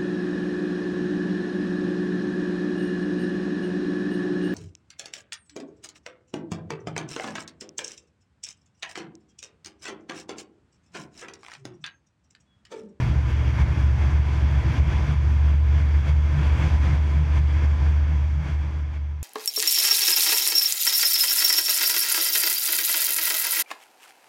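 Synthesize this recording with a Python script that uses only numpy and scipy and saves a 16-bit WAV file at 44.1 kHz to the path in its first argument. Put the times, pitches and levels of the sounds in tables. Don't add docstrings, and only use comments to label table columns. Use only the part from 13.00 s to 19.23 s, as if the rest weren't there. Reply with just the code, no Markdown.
import sys
import numpy as np
from scipy import signal
from scipy.fft import rfft, irfft, next_fast_len
from scipy.io import wavfile
from scipy.ndimage import uniform_filter1d, minimum_filter1d

SR = 44100
rng = np.random.default_rng(int(sys.argv[2]) if len(sys.argv) > 2 else 0)


def volts(x):
    e = np.asarray(x, float) / 20
    return 10 ** e


def inscribe(sig):
    pcm = np.round(np.clip(np.atleast_2d(sig).T, -1, 1) * 32767)
    wavfile.write(sys.argv[1], SR, pcm.astype(np.int16))


N = 274690
SIZE = next_fast_len(N, True)

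# time in seconds, blade-passing rate in Hz.
BLADE_RATE = [
    (0, 70.9),
    (.5, 71.2),
    (1.1, 71.8),
    (1.7, 71.9),
    (2.3, 72.5),
    (2.9, 73.1),
    (3.5, 73.6),
    (6.23, 73.8),
]
# frequency in Hz, density in dB per Hz.
AIR_LOW = [(20, -9.5), (32, -15), (50, -3), (62, 7), (88, 9.5), (105, -0.5), (130, 2), (165, -8.5),
           (190, -7.5), (330, -10.5), (390, -17), (600, -16.5)]
# frequency in Hz, density in dB per Hz.
AIR_HIGH = [(600, -19), (1000, -16.5), (1300, -21), (2300, -20.5), (2900, -29), (4100, -37.5),
            (6000, -36.5), (7200, -44), (8500, -51), (12000, -57.5), (14000, -63), (15000, -69.5)]
# centre in Hz, width in Hz, lift in dB.
CANOPY = [(255, 8.7, -3), (323, 33, 3), (547, 23, -5.5), (723, 45, -5.5), (751, 18, 6.5), (780, 28, -7.5),
          (1014, 45, 4.5), (1080, 50, -3.5), (1650, 350, 2.5), (1955, 140, -3.5), (2152, 100, 3),
          (3333, 280, 8), (4684, 160, 6), (5870, 300, 1.5), (13400, 600, 5)]
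# time in seconds, depth in dB, fall and return in seconds.
LULLS = [(0, -9, .01, 0.23), (.28, -13, 0.056, 0.096), (.42, -6.5, 0.078, 0.067), (.55, -5, 0.095, 0.052),
         (.68, -8, 0.052, 0.032), (.76, -8, 0.035, 0.065), (.99, -9, 0.062, 0.041),
         (1.3, -7.5, 0.096, 0.095), (1.51, -5, 0.071, 0.053), (1.63, -19, 0.045, 0.058),
         (1.75, -17, 0.064, 0.037), (1.91, -13, 0.076, 0.06), (2.05, -2.5, 0.08, 0.33),
         (2.64, -0.5, 0.069, 0.13), (3.05, -8.5, 0.076, 0.055), (3.27, -3.5, 0.057, 0.056),
         (3.36, -6, 0.042, 0.12), (3.61, -6, 0.085, 0.085), (3.82, -3, 0.052, 0.22),
         (4.09, -5, 0.053, 0.088), (4.29, -3.5, .13, 0.087), (4.6, -3, 0.057, 0.035),
         (4.8, -3.5, 0.095, 0.084), (5.1, -1.5, .06, .06), (5.43, -9, .05, 0.084), (5.72, -3.5, 0.16, .08),
         (5.93, -5.5, 0.099, 0.046), (6.19, -2.5, 0.15, 0.031)]
# time in seconds, lift in dB,
# rise and drop in seconds.
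LIFTS = [(0, 7.5, .01, 0.23), (.3, 5, 0.059, 0.14), (.48, 5.5, 0.11, 0.056), (.62, 7.5, .13, 0.02),
         (.8, 4, 0.27, 0.14), (1.02, 5, 0.061, 0.28), (1.34, 4.5, 0.11, 0.21), (1.78, 7, 0.39, 0.042),
         (1.93, 6.5, 0.11, 0.22), (2.13, 4.5, 0.093, 0.052), (2.31, 2, .12, 0.085), (2.46, 3, 0.051, 0.081),
         (2.62, -2, 0.088, .06), (2.8, 4, 0.13, .04), (2.92, 1.5, .1, 0.18), (3.09, 7.5, 0.059, .04),
         (3.45, 7, 0.22, 0.22), (3.63, 8, 0.11, 0.097), (3.75, 6.5, 0.12, 0.055), (3.84, 6.5, 0.046, 0.098),
         (3.95, 5.5, 0.1, 0.056), (4.13, 3.5, 0.12, 0.11), (4.38, 7, 0.14, 0.024), (4.65, 3.5, 0.23, 0.019),
         (4.85, 4.5, 0.085, 0.11), (5.1, 2, 0.27, .35), (5.49, 7, 0.1, 0.092), (5.78, 2.5, 0.33, 0.042),
         (5.96, 5, 0.068, 0.033), (6.12, -1.5, 0.36, .3)]
# time in seconds, lift in dB, rise and decay in seconds.
THUMPS = [(.07, 15.5, .07, 0.17), (.5, 7, 0.34, 0.22), (.78, 10.5, 0.25, 0.15), (1.06, 10, 0.19, 0.43),
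          (1.44, 11.5, .06, .06), (1.54, 14, 0.072, .06), (1.67, 13.5, .05, .3), (1.92, 12, 0.12, .12),
          (2.12, 14, 0.12, 0.042), (2.25, 8, .04, .05), (2.36, -4, .06, .05), (2.5, 8.5, .1, 0.12),
          (2.7, -5, .08, .04), (2.78, 12.5, 0.043, 0.084), (2.96, 8, .04, 0.085), (3.09, 10.5, 0.071, .13),
          (3.4, 18.5, .14, 0.11), (3.63, 17.5, 0.099, 0.16), (3.87, 10, 0.046, 0.11),
          (3.97, 10.5, 0.12, 0.076), (4.15, 15.5, .06, 0.19), (4.41, 7, .04, .3), (4.83, 7.5, .05, .22),
          (5.1, 11, .04, 0.13), (5.5, 16, 0.29, .04), (5.63, 11.5, .04, 0.2)]

RUSH_DB = -43


def curve(table, column=1):
    rows = np.array(table)
    return np.interp(np.arange(N) / SR, rows[:, 0], rows[:, column])


def walk(rate):
    hold = int(SR / rate)
    levels = np.repeat(rng.standard_normal(N // hold + 1), hold)
    return 1.1 * uniform_filter1d(uniform_filter1d(levels, hold), hold)[:N]


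def unit(x):
    return x / np.sqrt(np.mean(x ** 2))


def ring(hz, width_hz):
    f = np.fft.rfftfreq(SIZE, 1 / SR)
    resonance = 1 / (1 + (2 * (f - hz) / width_hz) ** 2)
    return unit(irfft(rfft(rng.standard_normal(SIZE)) * resonance, SIZE)[:N])


def tone(hz):
    return np.sqrt(2) * np.cos(2 * np.pi * (np.cumsum(hz) / SR + rng.random()))


def steady(x, share):
    power = uniform_filter1d(x ** 2, SR // 30)
    return unit(x / (power + .02) ** (share / 2))


def swells(rows):
    t = np.arange(N) / SR
    return sum(db * np.interp(t, [s - up, s, s + down], [0, 1, 0]) for s, db, up, down in rows)


def speedup():
    return curve(BLADE_RATE) - BLADE_RATE[0][1]


def slow_gain():
    return uniform_filter1d(swells(LIFTS), size=SR // 2)


def airflow():
    f = np.fft.rfftfreq(SIZE, 1 / SR)[1:]
    colour = np.array(AIR_LOW + AIR_HIGH[1:])
    db = np.interp(np.log(f), np.log(colour[:, 0]), colour[:, 1])
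    db = db + sum(lift / (1 + (2 * (f - hz) / width) ** 2) for hz, width, lift in CANOPY)
    noise = rfft(rng.standard_normal(SIZE))[1:] * volts(db)
    midrange = noise[(f > 500) & (f < 7000)]
    noise = noise / np.sqrt(2 * np.sum(np.abs(midrange) ** 2)) * SIZE

    eddy, flutter, seals = walk(5), walk(30), walk(40)
    buffet_db = 0.7 - 0.6 * speedup()
    rush = 0
    for octave in np.arange(4, 14.6, .5):
        away = np.clip(2 * (np.log2(f) - octave), -1, 1)
        band = irfft(np.append(0, noise * np.cos(away * np.pi / 2) ** 2), SIZE)[:N]
        eddy = .8 * eddy + .6 * walk(5)
        band_db = .4 * eddy + .6 * flutter + 0.89 * walk(15)
        if octave < 8.8:
            band_db = band_db + buffet_db
        if octave > 12.8:
            band_db = band_db + 0.8 * seals
        rush = rush + band * volts(band_db)
    return rush * volts(RUSH_DB + swells(LIFTS))


def cabin_boom():
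    boom_db = -38.5
    level_db = uniform_filter1d(boom_db + swells(THUMPS), size=1500) - 1.0
    return volts(level_db) * steady(ring(146, width_hz=19.1), share=.5)


def engine():
    gear_ratio = 2.43
    shaft_hz = curve(BLADE_RATE) / 3 * gear_ratio * (1 + 0.00073 * walk(2.7))
    firing_db = -27.5 - 3.5 * speedup() + 1.1 * walk(9)
    shaft_db = -33 + 2.0 * (slow_gain() - 4.5) + 3.4 * walk(8.9)
    return volts(firing_db) * tone(2 * shaft_hz) + volts(shaft_db) * tone(shaft_hz)


def propeller():
    blade_hz = curve(BLADE_RATE) * (1 + 0.0022 * walk(7.03))
    beat = steady(unit(tone(blade_hz) + volts(-10.5) * ring(73, width_hz=17)), share=0.88)
    octave = volts(-26.5) * tone(2 * blade_hz)
    blade_db = -19 + 0.5 * speedup() + swells(LULLS) + 0.29 * walk(22)
    throb_db = -11.5 + 1.5 * walk(4.4) + RUSH_DB + slow_gain()
    throb = volts(throb_db) * tone(blade_hz / 3)
    return (beat + octave) * volts(blade_db) + throb


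def scene():
    t = np.arange(N) / SR
    opening = np.clip(t / .001, 0, 1)
    fade_from_s, fade_length_s = 4.725, 2.04
    fade = np.clip(1 - (t - fade_from_s) / fade_length_s, 0, 1)
    cockpit = airflow() + cabin_boom() + engine() + propeller()
    return (opening * fade * cockpit)[None]


def top_cut(x):
    return signal.sosfilt(signal.butter(12, 15020, fs=SR, output="sos"), x)


def record(dry):
    room_left = np.minimum(1, volts(-10.0) / (np.abs(dry) + 1e-9))
    gain = uniform_filter1d(minimum_filter1d(room_left, size=900), size=600)
    limited = dry * gain ** 0.76
    return top_cut(limited)


dry = scene()
out = record(dry)
inscribe(out)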